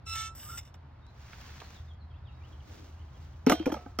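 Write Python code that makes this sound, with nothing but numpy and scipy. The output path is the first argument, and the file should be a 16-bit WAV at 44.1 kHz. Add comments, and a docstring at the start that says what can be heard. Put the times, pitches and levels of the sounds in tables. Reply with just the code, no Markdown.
"""A squeal over open air and a low, distant drone: a can-shaped metal tool sticks and slips in the plastic
guide ring of a golf hole. It is twisted twice, with gritty scraping, chirps, a hiss of spray and ticks.
Small birds whistle far off and a jacket rustles. The gear drops into a plastic case: the walls boom,
hard contacts clack, the loose load rattles and metal rings. A phone with two close ports listens."""
import sys
import numpy as np
from scipy import signal
from scipy.fft import rfft, irfft
from scipy.io import wavfile
from scipy.ndimage import uniform_filter1d, map_coordinates

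SR = 44100
rng = np.random.default_rng(int(sys.argv[2]) if len(sys.argv) > 2 else 0)


def transcribe(u):
    """Save the signal u as a 16-bit wav file named by the first command-line argument.

    u: samples, shape (n,) or (channels, n), limited to [-1, 1]; the rate is SR.
    q: integer samples, one column per channel.
    """
    v = np.clip(np.atleast_2d(u).T, -1, 1)
    q = np.round(v * 32767).astype(np.int16)
    wavfile.write(sys.argv[1], SR, q)


N = 176400

# spectrum of the spray can's hiss, also colouring the scrape's grit: f/Hz, level/dB
HISS_EQ = [(900, -2.5), (2500, -8.5), (4400, -12.5), (5500, 3), (6800, -11), (7850, 13), (8400, -24),
           (9500, -35), (12000, 6), (14500, 0), (16000, -11)]


def amp(db):
    """Decibels to gain."""
    return 10 ** (np.asarray(db) / 20)


def unit(x):
    """Scale to rms 1."""
    return x / np.sqrt(np.mean(x ** 2))


def clock(size=N):
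    """Time of every sample in seconds."""
    return np.arange(size) / SR


def fader(points):
    """Gain along (t/s, level/dB) points, silent outside."""
    return amp(np.interp(clock(), *np.array(points).T, left=-150, right=-150))


def along_hz(hz, values, size):
    """Values joined on a log-frequency axis, for each bin of a sound of this size."""
    return np.interp(np.log(np.arange(size // 2 + 1) * SR / size + 1), np.log(hz), values)


def eq(x, points):
    """Filter by (f/Hz, level/dB) points."""
    return irfft(rfft(x) * amp(along_hz(*np.array(points).T, len(x))), len(x))


def resonate(x, hz, width):
    """One resonance, gain 1 at its centre."""
    return signal.lfilter(*signal.iirpeak(hz, hz / width, fs=SR), x)


def wander(rate_hz):
    """Smooth random modulation of rms 1."""
    hold = int(SR / rate_hz)
    steps = np.repeat(rng.standard_normal(N // hold + 1), hold)[:N]
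    return unit(uniform_filter1d(steps, hold))


def grains(spread):
    """Noise of many tiny slips of uneven size."""
    return unit(rng.standard_normal(N) * np.exp(spread * (wander(900) + .5 * wander(90))))


def strike(modes):
    """Half a second of struck modes (f/Hz, level/dB, t60/s), alternating in polarity."""
    t = clock(SR // 2)
    return sum((-1) ** (k + 1) * amp(db) * np.sin(2 * np.pi * hz * t) * np.exp(-np.log(1000) * t / t60)
               for k, (hz, db, t60) in enumerate(modes))


def add(out, start, x):
    """Mix x in at a time in seconds."""
    i = min(max(int(start * SR), 0), N)
    out[i:i + len(x)] += x[:N - i]


def glide(length, hz_from, hz_to, db):
    """A tone that swells, slides in an S-curve and fades."""
    progress = np.linspace(0, 1, int(length * SR))
    hz = hz_from + (hz_to - hz_from) * np.sin(np.pi * progress / 2) ** 2
    return amp(db) * np.sin(np.pi * progress) * np.sin(2 * np.pi * np.cumsum(hz) / SR)


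def smear(x, decay_s, size):
    """Convolve with a decaying noise tail of unit energy."""
    tail = rng.standard_normal(size) * np.exp(-clock(size) / decay_s)
    return signal.fftconvolve(x, tail / np.linalg.norm(tail))[:N]


def ports(x, unrelated=None):
    """Two close microphone ports differ in phase and level; wide sources add an unrelated part."""
    # stereo image: f/Hz, left lead/rad, left minus right/dB, unrelated share 0-1
    image = [(100, 0, .2, .002), (160, -.1, 1.5, .06), (280, -.4, 2.5, .2), (450, -1, 0, .55),
             (700, -.55, -5, .6), (1300, 0, -5.5, .45), (2200, 0, -3.8, .55), (3100, .4, -5.5, .75),
             (4300, 1.9, -3, .7), (6000, 1.8, 0, .25), (7500, 2.5, 0, .12), (9000, 3.05, 0, .01),
             (10500, 3.2, 0, .005), (12000, 3.45, 0, .2), (14500, 4.55, 0, .35)]
    hz, *columns = np.array(image).T
    lead, balance, share = (along_hz(hz, column, N) for column in columns)
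    sides, spectrum = np.array([[1], [-1]]), rfft(x)
    if unrelated is not None:
        spectrum = spectrum * np.sqrt(1 - share / 2) + sides * rfft(unrelated) * np.sqrt(share / 2)
        balance = balance * .24  # diffuse sound sits nearer the centre
    return irfft(spectrum * amp(sides * balance / 2) * np.exp(.5j * sides * lead), N)


def air():
    """A wide bed of open air and a low, wavering drone far away."""
    # spectrum of the open air: f/Hz, level/dB
    air_eq = [(20, -29.5), (33, -17), (50, 0), (80, 3.5), (100, -5), (125, 1.5), (160, -12), (250, -18),
              (450, -24), (900, -20.5), (1400, -25.5), (2500, -35.5), (4500, -41), (6500, -53),
              (9000, -59.5), (16000, -62)]
    # swell of the drone: t/s, level/dB
    drone_level = [(0, -47.5), (1, -60), (2, -47.5), (3, -49.5), (4, -49)]
    air_db, drone_hz, width_hz = -50, 80.26, 11.3
    bed = ports(*(unit(eq(rng.standard_normal(N), air_eq)) for _ in range(2)))
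    drone = resonate(rng.standard_normal(N), drone_hz, width_hz)
    drone = unit(resonate(drone, drone_hz, 2 * width_hz))
    return amp(air_db + .72 * wander(3.07)) * bed + fader(drone_level) * drone


def squeal():
    """Stick-slip locks on the tool's lowest mode, then breaks into a buzz at a third of that rate."""
    # swell of the first twist: t/s, level/dB
    swell = [(.055, -88), (.068, -50.5), (.12, -44), (.17, -40), (.22, -41), (.275, -45.5), (.32, -51.5),
             (.38, -76)]
    # squeal overtones: multiple of the pitch, clean level/dB, chattering level/dB
    overtones = [(2, -1, -19), (3, -6, -24), (4.025, 1.5, -18), (5, -12, -27), (5.55, -14, -20),
                 (6, -5, -20)]
    # chatter partials: multiple of the slip rate, level/dB
    partials = [(2, -24), (4, -17), (5, -12), (6, -13), (7, -15), (8, -11), (9, -16), (10, -16), (11, -19),
                (12, -14), (13, -9), (14, -11), (15, -19), (16, -19), (17, -10), (18, -12)]
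    pitch_hz, break_s, crossfade_s = 1327, .148, .017
    chatter_end_s, release_s, flicker_db = .283, .012, 3
    t = clock()
    cycles = np.cumsum(pitch_hz * (1 + .0025 * wander(300))) / SR
    rough = np.clip((t - break_s) / crossfade_s + .5, 0, 1)
    tone = np.cos(2 * np.pi * cycles)
    for k, clean_db, rough_db in overtones:
        tone += amp(clean_db + rough * (rough_db - clean_db)) * np.cos(2 * np.pi * k * cycles)
    slips = np.cumsum(pitch_hz / 3 * (1 + .008 * wander(400))) / SR
    chatter = sum(amp(db + flicker_db * wander(250)) * np.cos(2 * np.pi * (k * slips + rng.random()))
                  for k, db in partials)
    release = np.exp(-np.maximum(t - chatter_end_s, 0) / release_s)
    return np.sqrt(2) * (tone + rough * release * chatter) * fader(swell)


def scrape():
    """Grit rubs the tool's resonances; its thin wall adds many close, short ones."""
    # scraping pressure: t/s, level/dB
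    pressure = [(.055, -70), (.075, -51), (.11, -47), (.155, -43.5), (.19, -43), (.27, -51), (.315, -74),
                (.38, -65), (.40, -55), (.435, -57), (.47, -59), (.492, -51.5), (.525, -54), (.57, -56),
                (.576, -42), (.596, -44), (.62, -63), (.645, -66), (.655, -52.5), (.675, -56), (.695, -73),
                (.735, -90), (.743, -58.5), (.775, -85)]
    # resonances of the tool: f/Hz, width/Hz, level/dB
    tool_modes = [(1390, 35, 0), (2170, 70, -2), (2435, 40, 5), (2640, 35, 5), (2880, 120, 0),
                  (3590, 100, 3), (4000, 150, -7), (5340, 60, 3), (5750, 420, 1), (6200, 120, -6),
                  (7380, 70, 2), (7720, 120, -2)]
    grit_db, wall_db, low_cut_hz = -7.5, -2, 1000
    grit = grains(spread=.4)
    body = sum(amp(db) * resonate(grit, hz, width) for hz, width, db in tool_modes)
    rub = unit(body) + amp(grit_db) * unit(eq(grit, HISS_EQ))
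    rub = unit(rub + amp(wall_db) * smear(rub, decay_s=.0028, size=SR // 16))
    return signal.lfilter(*signal.butter(2, low_cut_hz, "high", fs=SR), rub) * fader(pressure)


def hiss():
    """The spray can hisses evenly through the second twist, combed by a shifting reflection."""
    start_s, end_s, release_s, level_db = .35, .586, .0087, -48.5
    t = clock()
    gate = (t > start_s) * np.exp(-np.maximum(t - end_s, 0) / release_s)
    jet = eq(rng.standard_normal(N), HISS_EQ)
    delay_s = .000594 + .00031 * (t - start_s)
    reflection = map_coordinates(jet, [(t - delay_s) * SR], mode="mirror")
    return amp(level_db) * gate * unit(jet + .35 * reflection)


def touches():
    """Small dry ticks as tool and ring are lifted."""
    # light contacts: t/s, level/dB, decay/s, centre f/Hz
    ticks = [(.397, -54, 0.004, 2480), (0.431, -49.5, 0.0068, 1950), (0.742, -53, 0.012, 870),
             (1.066, -61, 0.0023, 4970), (1.332, -46, 0.0061, 1690), (1.49, -52, 0.0095, 1860),
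             (1.602, -44.5, 0.0055, 2940), (1.617, -42, 0.0084, 630)]
    out, t = np.zeros(N), clock(SR // 4)
    for start, db, decay, hz in ticks:
        band = resonate(rng.standard_normal(len(t)), hz, width=hz)
        band = unit(resonate(band, hz, width=2 * hz))
        add(out, start, amp(db) * np.exp(-t / decay) * band)
    return out


def squeaks():
    """Stick-slip gives short rising chirps in the second twist."""
    # chirps of the tool: t/s, length/s, start f/Hz, end f/Hz, level/dB
    chirps = [(.42, 0.14, 1205, 1246, -53), (0.487, 0.029, 1315, 1410, -43),
              (0.511, 0.063, 1338, 1408, -43.5)]
    out = np.zeros(N)
    for start, *note in chirps:
        add(out, start, glide(*note))
    return out


def birds():
    """Slurred whistles and runs of faint twitter, fluttering and smeared by distance."""
    # bird notes: t/s, length/s, start f/Hz, end f/Hz, level/dB
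    whistles = [(1.016, 0.052, 3690, 3800, -66), (1.059, 0.064, 3970, 4110, -65.5),
                (1.612, 0.043, 4070, 4300, -61), (1.736, 0.06, 4100, 3230, -57),
                (1.867, 0.065, 3740, 3180, -59), (1.996, 0.04, 4400, 3930, -64),
                (2.055, 0.13, 3780, 3830, -80), (2.098, 0.039, 3350, 3050, -65.5),
                (2.132, 0.044, 2505, 3610, -60.5), (2.238, 0.078, 3810, 2460, -61.5),
                (2.24, 0.16, 3784, 3826, -70), (2.402, 0.079, 2280, 3360, -60.5),
                (2.51, 0.063, 3400, 2900, -66), (2.804, 0.044, 3290, 2830, -73),
                (2.857, 0.04, 2670, 3240, -65), (2.958, 0.077, 2600, 3300, -66),
                (3.138, 0.06, 3310, 2770, -66)]
    # runs of twitter: start t/s, end t/s, centre f/Hz, level/dB
    twitter = [(1.87, 2.62, 4700, -72), (2.53, 3.35, 3050, -62)]
    note_s, spacing_s, sweep = .012, .08, .12
    flutter_db, direct_db, echo_db = 3, -4, -4
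    out = np.zeros(N)
    for start, *note in whistles:
        add(out, start, glide(*note))
    for start, end, hz, db in twitter:
        for at in np.arange(start, end, spacing_s):
            late, high, loud = rng.standard_normal(size=3)
            centre = hz * (1 + .02 * high)
            chip = glide(note_s, centre * (1 + sweep), centre * (1 - sweep), db + loud)
            add(out, at + late * note_s / 2, chip)
    out *= amp(flutter_db * wander(200))
    echo = np.array([smear(out, decay_s=.035, size=SR // 2) for _ in range(2)])
    return amp(direct_db) * out + amp(echo_db) * echo


def jacket():
    """Cloth slides as the arm reaches down and the body straightens."""
    # movement of the sleeve and of the jacket's body: t/s, level/dB
    sleeve_move = [(1.05, -79), (1.2, -60), (1.3, -54.5), (1.44, -51), (1.62, -53), (1.76, -54.5),
                   (1.86, -67), (1.95, -72)]
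    body_move = [(2.3, -76), (2.5, -62.5), (2.61, -66), (2.72, -53), (2.85, -57), (2.95, -64), (3.1, -66.5),
                 (3.22, -60.5), (3.33, -64.5), (3.42, -68), (3.8, -59.5), (4, -68.5)]
    # spectrum of each rustle: f/Hz, level/dB
    sleeve_eq = [(150, 16.5), (300, 6.5), (700, 7), (1500, 8), (3000, 3.5), (6000, 1.5), (8000, -6.5),
                 (11000, -16), (15500, -8.5)]
    body_eq = [(150, -5.5), (300, 9), (500, -1.5), (1000, -5.5), (2500, -9.5), (4300, -10.5), (6000, -11),
               (10000, -23.5), (12000, -27), (15500, -20)]
    out = np.zeros((2, N))
    for move, tone in ((sleeve_move, sleeve_eq), (body_move, body_eq)):
        out += ports(*(unit(eq(grains(spread=.2), tone)) * fader(move) for _ in range(2)))
    return out


def clacks():
    """Hard contacts crack, ring the case's short modes and set small loose parts jangling."""
    # gear hitting the case: t/s, body level/dB, crack level/dB, tilt/dB per octave, pitch factor
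    hits = [(3.4648, -34, -29, 10, 1.72), (3.469, -23.5, -35, 2.5, 0.97), (3.497, -13.5, -18.5, 2, 1.007),
            (3.504, -28.5, -36, -12.5, 1.05), (3.516, -18, -28.5, -3, 1.01), (3.5202, -16, -24, 6, 0.93),
            (3.530, -48, -37.5, 0, 1), (3.596, -42.5, -52, 5, 1), (3.658, -32, -36, 7, 1.09),
            (3.665, -32, -45.5, -2, 1.08), (3.675, -29.5, -47, -13, 0.88), (3.6943, -38, -48, -2, 0.93),
            (3.70, -36, -64, 0.5, 1.3), (3.718, -30, -43, 3, 1.04), (3.722, -33, -39, -1.5, 1.1),
            (3.7412, -27, -42, 0, 1.026), (3.766, -35.5, -62, -2.5, 0.96), (3.775, -48, -65, 4, 0.89),
            (3.81, -50, -72, -1, 1.28), (3.861, -40, -70, -4, 0.99), (3.988, -30.5, -27.5, 0, 0.98)]
    # modes of the case and its load: f/Hz, level/dB, t60/s
    case_modes = [(390, -10.5, 0.022), (514, -10, 0.069), (573, -8.5, 0.05), (709.7, -11.5, 0.15),
                  (821, -9, 0.07), (908, -9, 0.033), (1186, -14, 0.043), (1305, -8.5, 0.049),
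                  (1387, -12, 0.035), (1564, -17.5, 0.06), (2227, -14, 0.025), (2373, -23, 0.046),
                  (2730, -35, 0.024), (3110, -20.5, 0.051)]
    # spectrum of a contact: f/Hz, level/dB
    crack_eq = [(300, 11), (1000, 5), (3000, 0.5), (4600, -5), (5700, 3), (7500, -7.5), (10000, -2),
                (15000, -5), (17000, -36)]
    crack_s, rattle_s, rattle_db, rattle_top_hz = .003, .018, -12, 6000
    jangle_db, jangle_t60_s, detune, scatter_db = -26, .08, .012, 3.77
    out, t = np.zeros(N), clock(SR // 2)
    jangle = strike([(hz, jangle_db, jangle_t60_s) for hz in rng.uniform(5000, 15500, 24)])
    for start, body_db, crack_db, tilt, pitch in hits:
        modes = []
        for hz, db, t60 in case_modes:
            high, loud = rng.standard_normal(2)
            mode_db = db + body_db + tilt * np.log2(hz / 1000) + scatter_db * loud
            modes.append((hz * pitch * (1 + detune * high), mode_db, t60))
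        noise = unit(eq(rng.standard_normal(len(t)), crack_eq))
        rattle = signal.lfilter(*signal.butter(1, rattle_top_hz, fs=SR), noise)
        crack = noise * np.exp(-t / crack_s) + amp(rattle_db) * rattle * np.exp(-t / rattle_s)
        add(out, start, strike(modes) + amp(crack_db) * (crack + jangle))
    return out


def knocks():
    """Gear lands in the case: the walls boom until the load settles on them."""
    # blows on the walls: t/s, f/Hz, level/dB, t60/s
    blows = [(3.4681, 261, -9, 0.096), (3.469, 440, -15.5, 0.085), (3.503, 327, -15.5, 0.039),
             (3.519, 259, -16, 0.076), (3.53, 310, -16.5, 0.078), (3.6, 320, -25, 0.15),
             (3.6651, 279.5, -16.5, 0.062), (3.666, 509, -18.5, 0.047), (3.70, 289, -27.5, 0.061),
             (3.724, 313, -19, 0.048), (3.751, 225, -42, 0.32), (3.862, 269, -36, 0.053),
             (3.988, 216.7, -28.5, 0.13)]
    # modes of a wall: frequency ratio, level/dB
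    wall_modes = [(0.619, -15), (0.999, 1.5), (1.652, -24.5)]
    attack_s, settle_s = .0016, .034
    out, t = np.zeros(N), clock(SR // 2)
    envelope = (1 - np.exp(-t / attack_s)) * np.exp(-(t / settle_s) ** 4)
    for start, hz, db, t60 in blows:
        boom = strike([(hz * ratio, db + mode_db, t60) for ratio, mode_db in wall_modes])
        add(out, start, boom * envelope)
    return out


def loose_load():
    """Shaken by the blows, the loose load keeps rattling in tiny contacts all over the case."""
    # heavy blows: t/s, level/dB
    blows = [(3.468, -32.5), (3.498, -41), (3.521, -51), (3.597, -47.5), (3.661, -44), (3.72, -53),
             (3.741, -50.5), (3.80, -61.5)]
    # spectrum of the rattle: f/Hz, level/dB
    rattle_eq = [(200, -7), (450, 8.5), (1200, -3.5), (1800, -7), (2500, -1.5), (3200, -13.5), (4400, -9),
                 (6000, -17.5), (8000, -29), (15000, -30)]
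    t, decay_s = clock(), .04
    shake = sum(amp(db) * (t > start) * np.exp(-np.maximum(t - start, 0) / decay_s)
                for start, db in blows)
    return ports(*(shake * unit(eq(grains(spread=.45), rattle_eq)) for _ in range(2)))


def metal():
    """Struck metal gear rings; a later blow chokes the first ringing, and the can sings as it settles."""
    # blows on the metal: t/s, level/dB, tilt/dB per octave
    blows = [(3.499, -41.5, -0.5), (3.522, -42, 12), (3.66, -54, 9), (3.723, -53, 14)]
    # modes of the metal gear: f/Hz, level/dB, t60/s
    gear_modes = [(1477, -1, .33), (2939, -14, .6), (3198, 1, .75), (3607, -3, .3), (4005, -3, .25),
                  (4307, -8, .33), (4730, -12, .3), (5475, -7, .27), (5749, 3, .2), (5884, 0, .22),
                  (7330, -7, .16), (7962, -8, .18), (12500, -12, .1), (14200, -12, .09)]
    choke_at_s, choke_decay_s, can_at_s = 3.66, .013, 3.765
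    out, t = np.zeros(N), clock(SR // 2)
    for start, blow_db, tilt in blows:
        ring = strike([(hz, db + blow_db + tilt * np.log2(hz / 6000), t60) for hz, db, t60 in gear_modes])
        if start < choke_at_s:
            ring *= np.exp(-np.maximum(start + t - choke_at_s, 0) / choke_decay_s)
        add(out, start, ring)
    add(out, can_at_s, strike([(720, -46, .33), (1310, -53, .55)]))
    return ports(out)


def hollow_piece():
    """Last, a hollow piece is knocked against the case and rings with its own short modes."""
    # modes of the piece: f/Hz, level/dB, t60/s
    modes = [(498, -30.5, 0.065), (1165, -34, .05), (1300, -24, 0.049), (2050, -35.5, 0.08),
             (3180, -38, 0.047), (4410, -36, .05), (5400, -31.5, 0.031), (5550, -33.5, 0.036)]
    out = np.zeros(N)
    add(out, 3.9885, strike(modes))
    return out


def scene():
    """Tool and case as point sources, mixed with the other layers at the two ports."""
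    tool = squeal() + scrape() + hiss() + touches() + squeaks()
    case = clacks() + knocks() + hollow_piece()
    return ports(tool + case) + loose_load() + metal() + jacket() + birds() + air()


def record(dry):
    """The phone cuts the top steeply above 16.2 kHz."""
    return signal.sosfilt(signal.ellip(8, .2, 70, 16200, fs=SR, output="sos"), dry)


dry = scene()
out = record(dry)
transcribe(out)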